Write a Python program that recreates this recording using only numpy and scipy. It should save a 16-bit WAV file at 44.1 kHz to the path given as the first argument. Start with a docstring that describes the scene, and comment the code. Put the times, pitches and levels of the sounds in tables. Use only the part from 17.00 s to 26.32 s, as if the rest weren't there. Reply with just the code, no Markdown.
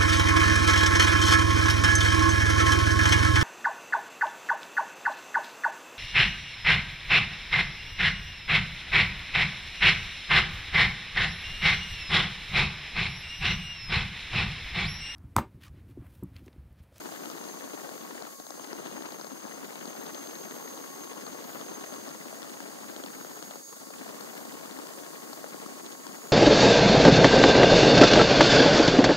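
"""Laser cutter and its cooling fans.

A laser head traces circles on plywood. The turbulent draught of its cooling fans buffets two microphone
ports in short puffs, over a steady hiss of air. Two small fans whine at their blade-passing frequency and
speed up whenever the laser pauses and unloads the supply; a slower fan hums below them."""
import sys
import numpy as np
from scipy import signal
from scipy.fft import rfft, irfft, next_fast_len
from scipy.io import wavfile
from scipy.ndimage import uniform_filter1d

SR = 44100
rng = np.random.default_rng(int(sys.argv[2]) if len(sys.argv) > 2 else 0)


def waveform_to_disk(signal):
    """Save audio, clipped to [-1, 1], as 16-bit WAV at the path in sys.argv[1]."""
    frames = np.transpose(np.atleast_2d(signal))
    scaled = np.clip(frames, -1, 1) * 32767
    samples = np.round(scaled).astype(np.int16)
    wavfile.write(sys.argv[1], SR, samples)


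N = 411012
FFT_SIZE = next_fast_len(N)

# Spectrum of the air hiss: (frequency [Hz], relative density [dB])
HISS_SPECTRUM = [(100, -26), (300, -10), (1000, -4.5), (1800, -3), (2500, -14), (2900, -25.5), (3500, -2),
                 (4100, -3.5), (4700, 4), (5600, -1.5), (6300, 3), (7300, 2.5), (9500, -1.5), (11300, 2),
                 (12200, -3), (13000, 0.5), (13600, -2), (14100, -3), (14700, -1.5), (15700, -1.5)]
# Loudness of the hiss: (time [s], level [dB])
HISS_ENVELOPE = [(0.0, -48), (1.5, -49.5), (2.3, -50), (3.0, -48.5), (4.4, -48.5), (5.5, -48), (6.5, -48),
                 (8.0, -47.5), (9.32, -48)]
# Hiss between the ears: (frequency [Hz], correlation [clipped to -1..1], left over right [dB])
HISS_IMAGE = [(300, 0.49, 6), (2450, -1.6, 2.5), (4540, 0.37, -2.5), (4960, -0.28, 2.5), (6800, 0.41, -1),
              (7750, -0.13, -1.5), (9450, 0.31, 0.5), (10600, -0.28, -1.5), (13100, -0.35, 1.5),
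              (13800, 0, -1), (14700, .1, 1), (15700, -.1, 1)]
# Swell of the jet band as the head moves away to the right: (time [s], gain [dB])
JET_GAIN = [(0, 0), (2.5, -1), (4.5, -0.5), (7.5, 1), (9.32, 0.5)]

# Harmonics of the slow fan: (multiple of the shaft rate, relative level [dB])
SHAFT_HARMONICS = [(1, -9.5), (2, -3), (4, 1), (5, -9), (6, -14), (7, -16.5), (8, -15)]
# Its main line, the fourth harmonic: (time [s], base level [dB])
MAIN_LINE_LEVEL = [(0, -69), (0.6, -61), (1.5, -60.5), (1.9, -68), (2.4, -63), (3.2, -65), (3.9, -60),
                   (5.0, -64), (5.2, -71), (5.5, -65), (6.0, -65), (6.3, -79), (6.66, -73), (6.72, -62.5),
                   (8.0, -62), (8.9, -61), (9.32, -66)]
# Pauses of the laser between circles: (start [s], duration [s])
LASER_PAUSES = [(-0.065, 0.12), (1.075, 0.115), (2.545, 0.135), (4.39, 0.125), (6.535, 0.16), (9.075, 0.19)]
# Blade tones of the small fans while the laser burns: (time [s], upper fan [Hz], lower fan [Hz])
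BLADE_PITCH = [(0.0, 6620, 6375), (0.3, 6622, 6376), (0.4, 6626, 6364), (0.57, 6612, 6346),
               (0.75, 6602, 6388), (0.95, 6592, 6364), (1.4, 6600, 6408), (1.58, 6582, 6382),
               (1.8, 6580, 6394), (2.02, 6612, 6392), (2.29, 6563, 6398), (2.53, 6605, 6360),
               (2.9, 6588, 6396), (3.2, 6592, 6374), (3.7, 6600, 6402), (4.13, 6558, 6402),
               (4.3, 6595, 6398), (4.85, 6580, 6396), (5.13, 6592, 6415), (5.32, 6598, 6460),
               (5.7, 6572, 6458), (6.0, 6594, 6452), (6.46, 6568, 6430), (7.0, 6592, 6465),
               (7.35, 6578, 6436), (7.85, 6580, 6462), (8.15, 6572, 6484), (8.52, 6597, 6460),
               (8.9, 6573, 6445), (9.32, 6590, 6460)]
# Their levels, supply loaded and unloaded: (time [s], left tone [dB], right tone [dB], octave [dB])
UPPER_LOADED = [(0.0, -64, -70, -59), (0.4, -59, -77, -62), (0.95, -61, -77, -64), (1.3, -62, -72, -68),
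                (1.7, -60, -70, -76), (2.29, -59, -64, -77), (2.5, -61, -72, -77), (3.0, -65, -70, -59),
                (3.7, -60, -61, -57), (4.13, -58, -68, -62), (4.3, -60, -67, -64), (5.1, -63, -64, -65),
                (5.4, -61, -56, -71), (5.7, -60, -57.5, -74), (6.0, -61, -57.5, -60),
                (6.46, -57, -54.5, -61), (7.0, -69, -61, -70), (7.3, -68, -60, -59), (7.85, -76, -66, -67),
                (8.2, -70, -68, -62), (8.52, -69, -64, -65), (8.9, -60, -56, -79), (9.32, -66, -61, -59)]
LOWER_LOADED = [(0.0, -44, -63, -65), (0.3, -55.5, -71, -65), (0.57, -49, -71, -60),
                (0.95, -53.5, -75, -59), (1.35, -58, -70, -56), (1.58, -52, -61, -60),
                (1.9, -51.5, -60, -58), (2.25, -52.5, -61, -55), (2.53, -50, -64, -58),
                (3.1, -51, -53.5, -70), (3.74, -53.5, -53.5, -68), (4.35, -52.5, -58, -65),
                (4.85, -54, -50, -66), (5.13, -58, -53.5, -69), (5.32, -60, -63, -65), (5.9, -63, -66, -69),
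                (6.46, -60, -71, -72), (7.0, -68, -64, -70), (7.35, -68, -63, -70), (8.1, -61, -64, -70),
                (8.9, -66, -63, -70), (9.32, -64, -65, -70)]
UPPER_UNLOADED = [(0, -68, -73, -64), (1.2, -55, -79, -72), (2.7, -56, -65, -60), (4.5, -58, -56, -54),
                  (6.7, -59, -60, -68), (9.3, -56, -53, -64)]
LOWER_UNLOADED = [(0, -58, -73, -66), (1.2, -64, -72, -68), (2.7, -63, -72, -68), (4.5, -68, -66, -70),
                  (6.7, -55, -46, -67), (9.3, -67, -75, -70)]

# Draught over the near port: (time [s], level [dB])
DRAUGHT_LEVEL = [(0.0, -40), (0.9, -41.5), (1.27, -42), (1.33, -47), (1.35, -49), (1.375, -60),
                 (1.39, -47.5), (1.48, -51), (1.52, -45), (1.8, -40.5), (2.05, -40), (2.2, -43),
                 (2.33, -44), (2.5, -42), (3.1, -40.5), (3.7, -42), (4.1, -42), (4.6, -40.5), (4.9, -41),
                 (5.3, -42), (5.9, -42.5), (6.52, -43.5), (6.58, -46), (6.6, -51), (6.655, -54),
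                 (6.67, -62), (6.685, -48), (6.715, -53), (6.73, -41), (6.75, -57), (6.77, -47),
                 (6.79, -52), (6.81, -43.5), (6.86, -49.5), (6.91, -47.5), (6.97, -41.5), (7.05, -41.5),
                 (7.4, -42), (7.8, -42), (8.3, -43.5), (8.7, -41.5), (8.93, -43.5), (8.98, -45.5),
                 (9.1, -42.5), (9.32, -43)]
# Buffeting spectrum at each port: (frequency [Hz], relative density [dB])
NEAR_SPECTRUM = [(30, -45), (60, -39), (100, -25), (170, -3), (260, 4), (500, -1.5), (1000, -5),
                 (2000, -10.5), (2700, -14.5), (4500, -21), (7000, -41)]
FAR_SPECTRUM = [(30, -48), (60, -47), (100, -23), (170, -9.5), (260, -3.5), (500, -5), (1000, -12),
                (2000, -21), (4000, -18.5)]
# Strongest puffs on the near port: (time [s], base level [dB], treble offset [dB])
STRONG_PUFFS = [(0.058, -26, -8), (0.258, -34, 8), (0.301, -31, 5), (0.414, -29, -8), (0.441, -36, 4),
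                (0.487, -32, 4), (0.892, -28, -6), (0.92, -44, 3), (1.224, -28, 0), (1.253, -29, -7),
                (1.401, -31.5, 0), (1.468, -32, 1), (1.506, -28, 3.5), (1.597, -27.5, -7), (1.645, -38, 10),
                (1.731, -24, 0), (1.855, -39, 3), (1.871, -34, 4), (2.023, -29, 0), (2.06, -36, 5),
                (2.122, -32, 2), (2.2, -31, -4), (2.213, -31, 3), (2.246, -29.5, 1), (2.269, -37, 4),
                (2.453, -27.5, -18), (2.463, -32, -6), (2.757, -33, 2), (2.792, -39, 4), (2.856, -31, 1),
                (2.877, -33, 3), (3.065, -42, 12), (3.147, -35, 9), (3.273, -36, 8), (3.355, -32, 1),
                (3.511, -38, 6), (3.777, -36, 6), (3.996, -35, -2), (4.133, -30, -2), (4.266, -31, 4),
                (4.384, -42, 1), (4.442, -36, 5), (4.613, -27, 0), (4.635, -41, 1), (4.813, -40, 2),
                (4.94, -29, 1), (5.092, -33, 3), (5.257, -38, -11), (5.329, -30.5, -11), (5.421, -33, 4),
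                (5.431, -40, 11), (5.498, -36, 5), (5.605, -27, -6), (5.964, -29.5, 4), (6.039, -28, 3),
                (6.062, -32.5, 6), (6.213, -29.5, -6), (6.249, -27, -15), (6.315, -40, -6),
                (6.426, -27.5, 1.5), (6.51, -29.5, 1), (6.558, -29.5, -6), (6.728, -33, -13),
                (6.768, -38, -8), (6.871, -35, -8), (6.905, -31, -10), (7.209, -28, -1), (7.453, -33, 0),
                (7.712, -33, 2), (7.774, -33, 2), (7.789, -27, -4), (7.87, -33, 4), (8.332, -26, 0),
                (8.443, -23.5, -15), (8.544, -29, -9), (8.663, -27.5, -10), (8.864, -34.5, 7.5),
                (9.068, -26, 0.5), (9.122, -39, 8), (9.164, -35, -3)]
# Pressure swings that make up a puff's tick: (low edge [Hz], high edge [Hz], gain [dB])
TICK_SWINGS = [(2870, 4700, -7.5), (3600, 5260, -3.5), (4930, 8100, -6.5)]
# Leak of the near port into the right channel: (frequency [Hz], gain [dB], phase [rad])
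PORT_LEAK = [(60, -29, -1.5), (236, -4, -2), (504, -9.5, -2), (1080, -16, -2), (1930, -7.5, -2),
             (2570, -2, -3.5), (2830, -2, -2), (3670, -18, -2), (4500, -7, -8.5), (7000, -18, -8)]


def amp(db):
    """Decibels as an amplitude ratio."""
    return 10 ** (np.asarray(db) / 20)


def rms_one(x):
    """The signal scaled to unit rms."""
    return x / np.sqrt(np.mean(x ** 2) + 1e-20)


def in_time(rows):
    """Columns of a time table, interpolated at every sample."""
    times, *columns = np.transpose(rows)
    return [np.interp(np.arange(N) / SR, times, c) for c in columns]


def in_hz(rows):
    """Columns of a spectrum table, interpolated in log frequency at every FFT bin."""
    hz, *columns = np.transpose(rows)
    return [np.interp(np.log(np.fft.rfftfreq(FFT_SIZE, 1 / SR) + 1), np.log(hz), c) for c in columns]


def drift(corner_hz):
    """A random process of unit rms: white noise through two one-pole low-passes."""
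    pole = np.exp(-2 * np.pi * corner_hz / (SR / 8))
    slow = signal.lfilter([1], [1, -2 * pole, pole ** 2], rng.standard_normal(N // 8 + 4002))[4000:]
    return np.interp(np.arange(N) / 8, np.arange(len(slow)), rms_one(slow))


def flutter(corner_hz, average_s=0.1):
    """Fluctuation about a running mean: a drift without its slow swells."""
    quick = drift(corner_hz)
    return rms_one(quick - uniform_filter1d(quick, int(average_s * SR)))


def hiss(jet_band_hz=(6500, 8800)):
    """Jet and fan flow radiate broadband noise, partly correlated between the ears."""
    correlation, balance_db = in_hz(HISS_IMAGE)
    correlation = np.clip(correlation, -1, 1)
    mid, side = rfft(rng.standard_normal((2, FFT_SIZE))) * amp(in_hz(HISS_SPECTRUM)[0])
    spectra = np.sqrt(1 + correlation) * mid + np.sqrt(1 - correlation) * side * [[1], [-1]]
    ears = irfft(spectra * amp(np.outer([.5, -.5], balance_db)), FFT_SIZE)[:, :N]
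    jet = signal.sosfilt(signal.butter(2, jet_band_hz, "band", fs=SR, output="sos"), ears)
    ears = ears + jet * (amp(in_time(JET_GAIN)[0]) - 1)
    return rms_one(ears) * amp(in_time(HISS_ENVELOPE)[0] + .5 * drift(19))


def slow_fan(main_hz=1104, sag_hz_per_s=0.98, side_base_db=-64, flutter_db=2.5):
    """A rotor is a periodic source: it hums at multiples of its wavering shaft rate."""
    main_db = in_time(MAIN_LINE_LEVEL)[0]
    hz = main_hz - sag_hz_per_s * np.arange(N) / SR + 2.0 * drift(4) + 3.5 * drift(30)
    shaft_angle = 2 * np.pi * np.cumsum(hz) / SR / 4
    hum = 0
    for order, db in SHAFT_HARMONICS:
        level_db = db + (main_db if order == 4 else side_base_db) + flutter_db * drift(9.4)
        hum += amp(level_db) * np.sin(order * shaft_angle + order)
    return np.sqrt(2) * hum * amp([[0.6], [-0.6]])


def unloading(lag_s=0.036):
    """Supply and rotors act as two first-order lags: 0 while the laser burns, towards 1 in a pause."""
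    t = np.arange(-SR, N) / SR
    pole = np.exp(-1 / (lag_s * SR))
    paused = sum((t >= start) & (t < start + length) for start, length in LASER_PAUSES)
    return signal.lfilter([(1 - pole) ** 2], [1, -2 * pole, pole ** 2], paused + 1e-18)[SR:]


def whine(hz, loaded, unloaded, free, wobble_hz, skirt_db, right_rad, octave_right_rad):
    """Blade passage gives a tone and its octave; uneven flow modulates them into a noisy skirt."""
    speed_up, flutter_db, octave_skirt = 0.025, 2.0, 0.53
    left_db, right_db, octave_db = (1 - free) * in_time(loaded) + free * in_time(unloaded)
    phase = 2 * np.pi * np.cumsum(hz * (1 + speed_up * free) + wobble_hz * drift(16.93)) / SR
    skirt = amp(skirt_db) * (drift(113) + 1j * drift(100))
    tone = (amp(flutter_db * drift(14)) + skirt) * np.exp(1j * phase)
    octave = amp(octave_db) * (amp(flutter_db * drift(16)) + octave_skirt * skirt) * np.exp(2j * phase)
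    left = amp(left_db) * tone + octave
    right = amp(right_db) * tone * np.exp(1j * right_rad) + octave * np.exp(1j * octave_right_rad)
    return np.sqrt(2) * np.real([left, right])


def small_fans():
    """Blade frequency follows rotor speed, so both whines rise when the supply is unloaded."""
    free = unloading()
    upper_hz, lower_hz = in_time(BLADE_PITCH)
    upper = whine(upper_hz, UPPER_LOADED, UPPER_UNLOADED, free,
                  wobble_hz=6.45, skirt_db=-5.5, right_rad=0.43, octave_right_rad=-0.82)
    lower = whine(lower_hz, LOWER_LOADED, LOWER_UNLOADED, free,
                  wobble_hz=5.45, skirt_db=-8.5, right_rad=-1.03, octave_right_rad=2.4)
    return upper + lower


def buffet(spectrum, gusts_db, eddies_db, flutter_db, sharpen, lag_s, cutoff_hz=6500):
    """Shared eddies modulate octave bands of noise; the treble follows sooner and more sharply."""
    hz = np.fft.rfftfreq(FFT_SIZE, 1 / SR) + 1
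    octaves = np.clip(np.log2(hz / 125), 0, 5)
    white = rfft(rng.standard_normal(FFT_SIZE))
    pressure = 0
    for k in range(6):
        share = np.cos(np.pi / 2 * np.clip(octaves - k, -1, 1)) ** 2
        band = irfft(white * share, FFT_SIZE)[:N]
        delayed_db = np.roll(eddies_db, int(lag_s * SR / 2 ** k))
        swing_db = gusts_db + delayed_db * (0.5 + sharpen * k) + flutter_db * flutter(35)
        pressure += band * rms_one(amp(swing_db))
    colour = amp(in_hz(spectrum)[0]) / (1 + (hz / cutoff_hz) ** 4)
    return rms_one(irfft(rfft(pressure, FFT_SIZE) * colour, FFT_SIZE)[:N])


def vortices(times, level_db, low_hz, high_hz, width_cycles):
    """A vortex sweeping the port gives a few swings of pressure under a Gaussian envelope."""
    pitch, start = rng.random((len(times), 2)).T[:, :, None]
    hz = low_hz * (high_hz / low_hz) ** pitch
    offsets = np.arange(-500, 500)
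    cycles = hz * offsets / SR
    envelope = amp(level_db)[:, None] * np.exp(-(cycles / width_cycles) ** 2)
    pulses = envelope * np.cos(2 * np.pi * (cycles + start))
    samples = np.clip((times[:, None] * SR).astype(int) + offsets, 0, N - 1)
    return np.bincount(samples.ravel(), pulses.ravel(), N)


def puffs(near_db, weak_count=900, tick_scatter_s=0.002, flick_gap_s=0.0016):
    """Each puff is a pressure transient: a bright tick, a midrange flick, then a duller push."""
    when, size, bright = rng.random((weak_count, 3)).T
    weak = [when * N / SR, near_db[(when * N).astype(int)] + 0.26 + 7 * size, -8 + 7.5 * bright]
    times, level_db, treble_db = np.concatenate([np.transpose(STRONG_PUFFS), weak], axis=1)
    delays = tick_scatter_s * (rng.random((len(times), len(TICK_SWINGS))).T - .5)
    tick = sum(vortices(times + delay, level_db + treble_db + db, low_hz, high_hz, width_cycles=1.5)
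               for delay, (low_hz, high_hz, db) in zip(delays, TICK_SWINGS))
    flick = (vortices(times - flick_gap_s / 2, level_db - 3.5, 1150, 1590, width_cycles=1)
             + vortices(times + flick_gap_s / 2, level_db - 3.5, 590, 1130, width_cycles=1))
    push_db = level_db - 8.5 + 7 * rng.random(len(times))
    push = vortices(times + 0.00194, push_db, 266, 870, width_cycles=0.91)
    return tick + flick + push


def draught(far_gain_db=-5.5):
    """Turbulence presses on both ports; the directional mix leaks the near one right, phase-shifted."""
    near_db = in_time(DRAUGHT_LEVEL)[0]
    gusts_db = 2 * np.tanh(flutter(40))
    eddies_db = 3.8 * np.tanh(3.1 * flutter(115) / 5.3)   # the largest eddies are bounded
    near = buffet(NEAR_SPECTRUM, gusts_db, eddies_db, flutter_db=2.5, sharpen=0.25, lag_s=0.0064)
    far = buffet(FAR_SPECTRUM, gusts_db, 1.4 * flutter(56), flutter_db=3.0, sharpen=0.093, lag_s=0.02)
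    near = amp(near_db) * near + puffs(near_db)
    far = amp(near_db + far_gain_db) * far
    leak_db, phase = in_hz(PORT_LEAK)
    leak = irfft(rfft(near, FFT_SIZE) * amp(leak_db) * np.exp(1j * phase), FFT_SIZE)[:N]
    return np.array([near, far + leak])


def scene():
    """Superposition: the pressures of fans, draught and hiss add in each channel."""
    return small_fans() + draught() + hiss() + slow_fan()


def record(dry, cutoff_hz=15720):
    """Band limiting: an elliptic low-pass cuts the top steeply."""
    return signal.sosfilt(signal.ellip(14, .3, 75, cutoff_hz, fs=SR, output="sos"), dry)


dry = scene()
out = record(dry)
waveform_to_disk(out)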